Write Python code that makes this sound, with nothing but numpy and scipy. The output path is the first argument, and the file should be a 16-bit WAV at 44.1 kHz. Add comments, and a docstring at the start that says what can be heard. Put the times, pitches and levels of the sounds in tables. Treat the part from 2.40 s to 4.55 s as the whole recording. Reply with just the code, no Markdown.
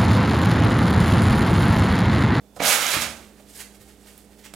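"""A fan hums in a small tiled bathroom, with a faint, thin whine above it. A cat rears up, slaps a
plastic shower curtain and drags its claws down through it: for half a second the film rips in a spray
of tiny snaps while the sheet crumples. The cat drops back against the tub with a dull boom, then noses
the loose plastic in soft rustles, ending on one last flap and snap. The tiles ring after every move,
and the whole scene sits louder on the right."""
import sys
import numpy as np
from scipy import signal
from scipy.fft import rfft, irfft
from scipy.io import wavfile

SR = 44100
rng = np.random.default_rng(int(sys.argv[2]) if len(sys.argv) > 2 else 0)


def dump(signal):
    """Clip the signal to [-1, 1] and save it as 16-bit WAV at the path in sys.argv[1]."""
    limited = np.clip(np.atleast_2d(signal).T, -1, 1)
    pcm = np.round(limited * 32767).astype(np.int16)
    wavfile.write(sys.argv[1], SR, pcm)


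N = 94815
T = np.arange(N) / SR
FFT_SIZE = 2 ** 17
FREQS = np.fft.rfftfreq(FFT_SIZE, 1 / SR)

# The claws' downward pull. Each row: time in seconds, then rip, crumple and rasp levels in dB.
PULL_LEVELS = [(0.188, -47, -57, -61), (0.202, -57, -36, -29.5), (0.219, -42, -32, -34),
               (0.224, -24.5, -26, -37), (0.243, -24, -23.5, -32.5), (0.269, -19, -24.5, -29),
               (.30, -19, -28.5, -24), (0.336, -19, -26, -28), (.37, -28.5, -26.5, -31),
               (.42, -27.5, -33.5, -25.5), (.46, -28.5, -30, -28), (.495, -27.5, -31, -26),
               (0.541, -22.5, -25.5, -28.5), (.565, -35.5, -29, -30.5), (.592, -34, -32.5, -34),
               (0.623, -23, -29.5, -36), (.66, -48.5, -37, -39), (.70, -45, -45, -59),
               (.78, -57.5, -59, -61.5)]
# Bright tone of the ripping film. Each row: frequency in Hz, level in dB.
RIP_EQ = [(100, -42), (500, -14), (1500, -7.5), (3000, 3), (4500, 0), (6500, 3), (9000, 0), (11000, 1),
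          (13000, -4), (16000, -8.5)]
# Duller tone of the crumpling sheet. Each row: frequency in Hz, level in dB.
CRUMPLE_EQ = [(30, -16), (80, -19), (200, -4.5), (380, -7.5), (560, 0), (750, 1), (1000, -1.5), (1350, 0.5),
              (2000, -1), (2900, -6), (3600, -4.5), (5000, -9.5), (9000, -17.5), (16000, -37)]
# Midrange bite of claws on taut film. Each row: frequency in Hz, level in dB.
RASP_EQ = [(100, -39), (900, -15.5), (1250, -3.5), (1600, -2), (1850, -7), (2100, -1), (2450, -1.5),
           (2900, -8), (4000, -11), (8000, -23.5), (16000, -40)]
# Single sharp snaps. Each row: start in seconds, level in dB, pitch in Hz, decay in seconds.
SNAP_CUES = [(0.2632, -8.5, 5100, .0004), (0.2686, -11, 12900, .0004), (0.293, -5, 8400, 0.000076),
             (0.3024, -6.5, 6070, .0004), (0.348, -13, 7250, 0.00024), (0.4666, -10, 6390, 0.0011),
             (.5383, -19, 6060, 0.00013), (1.098, -46, 8000, .0003), (1.778, -33.5, 10000, .0005),
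             (1.7795, -31, 13200, 0.00044), (1.848, -42, 8450, .0004), (2.1398, -27, 7940, 0.001),
             (2.1388, -35, 2080, 0.0011)]
# Hits on the curtain. Each row: start in seconds, flap and scuff levels in dB, scuff decay in seconds.
SLAP_CUES = [(.1632, -47, -34.5, 0.016), (.2018, -12.5, -24.5, 0.014), (0.2166, -18.5, -20.5, 0.0074),
             (.999, -62, -47, .005), (1.341, -57, -46.5, 0.0044), (2.137, -36, -38.5, 0.0054)]
# The slack curtain's hollow flap. Each row: pitch in Hz, level in dB, seconds to fall by 60 dB.
CURTAIN_MODES = [(184, -13, 0.019), (275, -8, 0.017), (597, -10.5, 0.028), (767, 3, 0.014),
                 (1183, -3.5, 0.014), (2256, -12.5, 0.04), (2350, -19, 0.024)]
# Tone of a paw scuffing plastic. Each row: frequency in Hz, level in dB.
SCUFF_EQ = [(40, -29), (100, -9), (200, 11), (400, 1), (600, 13), (850, 6), (1200, 1), (2200, -12.5),
            (4000, -16), (8000, -14), (16000, -24)]
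# Paws on tub and floor. Each row: start in seconds, level in dB, low-pass in Hz, attack in seconds.
THUMP_CUES = [(.164, -46, 200, 0.0027), (.262, -32, 60, 0.011), (.563, -29, 600, 0.0048),
              (0.638, -29, 74.5, .02), (1.401, -43, 128.5, 0.0074)]
# The tub's boom. Each row: pitch in Hz, level in dB, seconds to fall by 60 dB.
BOOM_MODES = [(73.8, -5.5, 0.45), (104, 9.5, 0.055), (148, 0, 0.094), (228.2, -7.5, 0.85),
              (306.4, 3.5, 0.12)]
# Nudges of loose plastic. Each row: peak time in seconds, body and top levels in dB, rise and fall
# in seconds.
RUSTLE_CUES = [(.166, -54, -48, 0.0093, .012), (.83, -51.5, -56.5, 0.09, 0.059),
               (1.0, -55.5, -61, 0.036, 0.038), (1.10, -55.5, -50.5, 0.02, 0.015),
               (1.161, -52.5, -44, 0.021, 0.036), (1.212, -37, -38, 0.02, 0.012),
               (1.30, -62, -66, .02, 0.022), (1.355, -54.5, -52, .018, 0.012),
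               (1.416, -52.5, -50, 0.012, 0.013), (1.49, -53.5, -55, .03, 0.035),
               (1.61, -67, -66, 0.032, 0.024), (1.682, -51.5, -51.5, 0.038, 0.048),
               (1.79, -61.5, -54.5, 0.032, 0.038), (1.92, -60.5, -61.5, .03, 0.057),
               (1.994, -54.5, -54, 0.011, 0.017), (2.05, -45.5, -53, 0.0075, 0.0083),
               (2.064, -43, -72, 0.016, 0.0086), (2.1382, -38, -38.5, .001, 0.0044)]
# Body of a rustle. Each row: frequency in Hz, level in dB.
RUSTLE_BODY_EQ = [(100, -16.5), (500, -3), (1000, 0), (1900, 4.5), (3200, 1.5), (4500, -3.5), (6000, -3.5),
                  (8000, -1.5), (10000, -6), (16000, -12)]
# Crisp top of a rustle. Each row: frequency in Hz, level in dB.
RUSTLE_TOP_EQ = [(100, -32), (1500, -19), (4500, -5), (6000, -6.5), (8000, -2.5), (10000, -4.5),
                 (12500, -6.5), (16000, -18.5)]
# The fan's hum. Each row: pitch in Hz, level in dB.
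HUM_TONES = [(58.5, -58.5), (203.5, -57), (297, -63), (405, -65.5)]
# The fan's low rush. Each row: frequency in Hz, level in dB.
RUSH_EQ = [(15, -61), (25, -15.5), (75, -3), (104, -1), (151, -5), (214, 0.5), (251, -1), (316, -2.5),
           (475, -1), (533, -7.5), (616, -5.5), (723, -9.5), (800, -7.5), (1040, -25), (1760, -120)]
# The bed of hiss. Each row: frequency in Hz, level in dB.
HISS_EQ = [(25, 4), (400, -0.5), (800, 5), (1400, -0.5), (3000, -5), (8000, -4.5), (16000, -8.5)]
# Reverb time of the tiled room. Each row: frequency in Hz, seconds to fall by 60 dB.
TILE_DECAY = [(60, 0.63), (250, 1), (1000, 0.49), (3000, 0.34), (8000, 0.39), (16000, 0.21)]
# The lean to the right. Each row: frequency in Hz, left level minus right level in dB.
LEFT_TILT = [(60, -7), (200, -6.5), (380, -6), (700, -8), (1300, -10), (2400, -9.5), (4400, -11.5),
             (6500, -4.5), (8500, -2), (11000, -7.5), (13500, -20), (16000, -8)]


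def rip():
    """The film gives way as one paw's claws catch and slip: a fitful spray of bright snaps."""
    fits = undb(1.23 * wander(turns=220))
    spray = crackle(spread_db=3.5, count=3600) * pull_envelope("rip") * fits
    return colour(spray, RIP_EQ) / np.sqrt(2)  # each paw carries half the power


def crumple():
    """The pulled sheet buckles with duller crackles."""
    return colour(crackle(spread_db=3, count=9000) * pull_envelope("crumple"), CRUMPLE_EQ)


def rasp():
    """Claws scrape down the taut film: a tight midrange crackle."""
    return colour(crackle(spread_db=2.5, count=7000) * pull_envelope("rasp"), RASP_EQ)


def snaps():
    """Creases flip over, each with a very short ring."""
    clicks = 0
    for start, db, hz, decay in SNAP_CUES:
        age = np.maximum(T - start, 0)
        clicks = clicks + undb(db) * np.exp(-age / decay) * np.sin(2 * np.pi * hz * age)
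    return clicks


def slaps(attack_s=0.0017):
    """Paws strike the slack curtain: a hollow flap and a brief scuff."""
    flap = contact = 0
    for start, flap_db, scuff_db, decay in SLAP_CUES:
        flap = flap + undb(flap_db) * ring(CURTAIN_MODES, start, attack_s)
        attack = np.clip((T - start) / attack_s + 0.5, 0, 1)
        release = np.exp(-np.maximum(T - start - attack_s / 2, 0) / decay)
        contact = contact + undb(scuff_db) * attack * release
    return flap + colour(rng.standard_normal(N) * contact, SCUFF_EQ)


def thumps(low_cut_hz=66):
    """Paws push off and land; the tub booms, duller for a softer step."""
    boom = 0
    for start, db, cutoff_hz, attack_s in THUMP_CUES:
        soft_pad = signal.butter(2, cutoff_hz, fs=SR, output="sos")
        boom = boom + undb(db) * signal.sosfilt(soft_pad, ring(BOOM_MODES, start, attack_s))
    return signal.sosfilt(signal.butter(2, low_cut_hz, "high", fs=SR, output="sos"), boom)


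def rustles():
    """Loose plastic is nudged; each crinkle swells and fades, some crisper than others."""
    body_gain = top_gain = 0
    for peak, body_db, top_db, rise, fall in RUSTLE_CUES:
        swell = np.exp(-np.maximum((peak - T) / rise, (T - peak) / fall))
        body_gain = body_gain + undb(body_db) * swell
        top_gain = top_gain + undb(top_db) * swell
    body = colour(crackle(spread_db=1, count=15000) * body_gain, RUSTLE_BODY_EQ)
    top = colour(crackle(spread_db=1, count=7000) * top_gain, RUSTLE_TOP_EQ)
    return body + top


def fan(rush_db=-56, hiss_db=-61.5):
    """A fan's wavering hum and low rush come up slightly over a faint, steady hiss."""
    hum = 0
    for hz, db in HUM_TONES:
        waver = 1 + 0.085 * wander(turns=18)
        phase = 2 * np.pi * hz * T + 0.89 * wander(turns=14)
        hum = hum + undb(db) * np.sqrt(2) * waver * np.sin(phase)
    rush = undb(rush_db) * colour(diffuse_noise(), RUSH_EQ)
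    hiss = undb(hiss_db) * colour(diffuse_noise(), HISS_EQ)
    swell = undb(np.interp(T, [0.15, 0.9], [-2, 0]))
    return (hum + rush) * swell + hiss


def whine(hz=3500, start_db=-72.5, drop_db=3, drop_s=0.28):
    """A faint, thin whine that soon settles lower in the hiss."""
    gain = undb(start_db - drop_db * np.clip(T / drop_s, 0, 1) ** 2)
    return gain * np.sin(2 * np.pi * hz * T + wander(turns=120))


def bathroom(first_echo_s=0.00225):
    """Echoes die away between the tiles: a band shape and a fade for each octave."""
    centres = 62.5 * 2 ** np.arange(9)
    octaves = []
    for hz, solo in zip(centres, np.eye(len(centres))):
        band = over_hz(list(zip(centres, solo)))
        fade = np.exp(-np.log(1000) * T / over_hz(TILE_DECAY, hz)) * (T > first_echo_s)
        octaves.append((band, fade / np.sqrt(np.sum(fade ** 2))))
    return octaves


def in_room(x, room, wet_db):
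    """Direct sound plus reverb at the same total power; each spot in the room has its own echoes."""
    echoes = rfft(diffuse_noise(), FFT_SIZE)
    tail = sum(irfft(echoes * band)[:, :N] * fade for band, fade in room)
    response = 1 + undb(wet_db) * rfft(tail, FFT_SIZE)
    return irfft(rfft(x, FFT_SIZE) * response)[:, :N] / np.hypot(1, undb(wet_db))


def pull_envelope(layer):
    """Fader ride for one layer as the claws drag down, silent before and after."""
    times, *levels = np.array(PULL_LEVELS).T
    db = levels[("rip", "crumple", "rasp").index(layer)]
    return undb(np.interp(T, times, db, left=-np.inf, right=-np.inf))


def crackle(spread_db, count, decay_s=0.0001):
    """Tiny snaps at random moments, each with its own pitch and size, a few standing out."""
    when, pitch, chance, phase = rng.random((count, 4)).T
    taps = np.arange(64)
    size = undb(spread_db * np.minimum(-np.log(chance), 3.5))  # the cap reins in the largest snaps
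    cycles = pitch[:, None] * taps / 2 + phase[:, None]
    grains = size[:, None] * np.exp(-taps / SR / decay_s) * np.cos(2 * np.pi * cycles)
    positions = (when * N).astype(int)[:, None] + taps
    return unit_rms(np.bincount(positions.ravel(), grains.ravel(), minlength=N)[:N])


def ring(modes, start, attack_s):
    """Damped resonances set off by one contact."""
    age = np.maximum(T - start, 0)
    partials = sum(undb(db) * np.exp(-np.log(1000) * age / t60) * np.sin(2 * np.pi * hz * age)
                   for hz, db, t60 in modes)
    return np.minimum(age / attack_s, 1) * partials


def diffuse_noise(wide_above_hz=6940):
    """Stereo noise, centred in the bass and wide in the treble."""
    mid, side = rfft(rng.standard_normal((2, N)), FFT_SIZE)
    alike = 1 / (1 + (FREQS / wide_above_hz) ** 2)
    mid *= np.sqrt((1 + alike) / 2)
    side *= np.sqrt((1 - alike) / 2)
    return irfft([mid + side, mid - side])[:, :N]


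def wander(turns):
    """Smooth random drift through this many points over the scene."""
    return signal.resample(rng.standard_normal(turns), N)


def colour(x, eq):
    """Minimum-phase EQ, so nothing rings ahead of a hit; white noise keeps its power."""
    gain = unit_rms(undb(over_hz(eq)))
    cepstrum = irfft(np.log(gain))
    cepstrum[1:FFT_SIZE // 2] *= 2
    cepstrum[FFT_SIZE // 2 + 1:] = 0
    return irfft(rfft(x, FFT_SIZE) * np.exp(rfft(cepstrum)))[..., :N]


def over_hz(points, hz=FREQS):
    """Read a curve of (Hz, value) points on a log-frequency axis."""
    freqs, values = np.array(points, float).T
    return np.interp(np.log(np.maximum(hz, 1)), np.log(freqs), values)


def undb(db):
    """Decibels to gain."""
    return 10 ** (np.asarray(db) / 20)


def unit_rms(x):
    """Scale to an rms of 1."""
    return x / np.sqrt(np.mean(x ** 2))


def scene():
    """Two paws rip; cat and curtain ring in the same room, over the fan and the whine."""
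    room = bathroom()
    # Each pair: layer, reverb against direct sound in dB.
    layers = [(rip(), 2), (rip(), 2), (crumple(), 1), (rasp(), 3),
              (rustles(), -2), (snaps(), -6), (slaps(), -1), (thumps(), -6)]
    return sum(in_room(x, room, wet_db) for x, wet_db in layers) + fan() + whine()


def record(dry, ceiling=0.75, top_hz=15850):
    """The left side is weaker and duller; the tallest peaks are rounded and the very top is cut."""
    left = undb(over_hz(LEFT_TILT))
    pan = np.array([left, np.ones_like(left)]) * 2 / (1 + left)
    panned = irfft(rfft(dry, FFT_SIZE) * pan)[:, :N]
    rounded = panned / (1 + (panned / ceiling) ** 6) ** (1 / 6)
    return signal.sosfilt(signal.ellip(10, 0.2, 80, top_hz, fs=SR, output="sos"), rounded)


dry = scene()
out = record(dry)
dump(out)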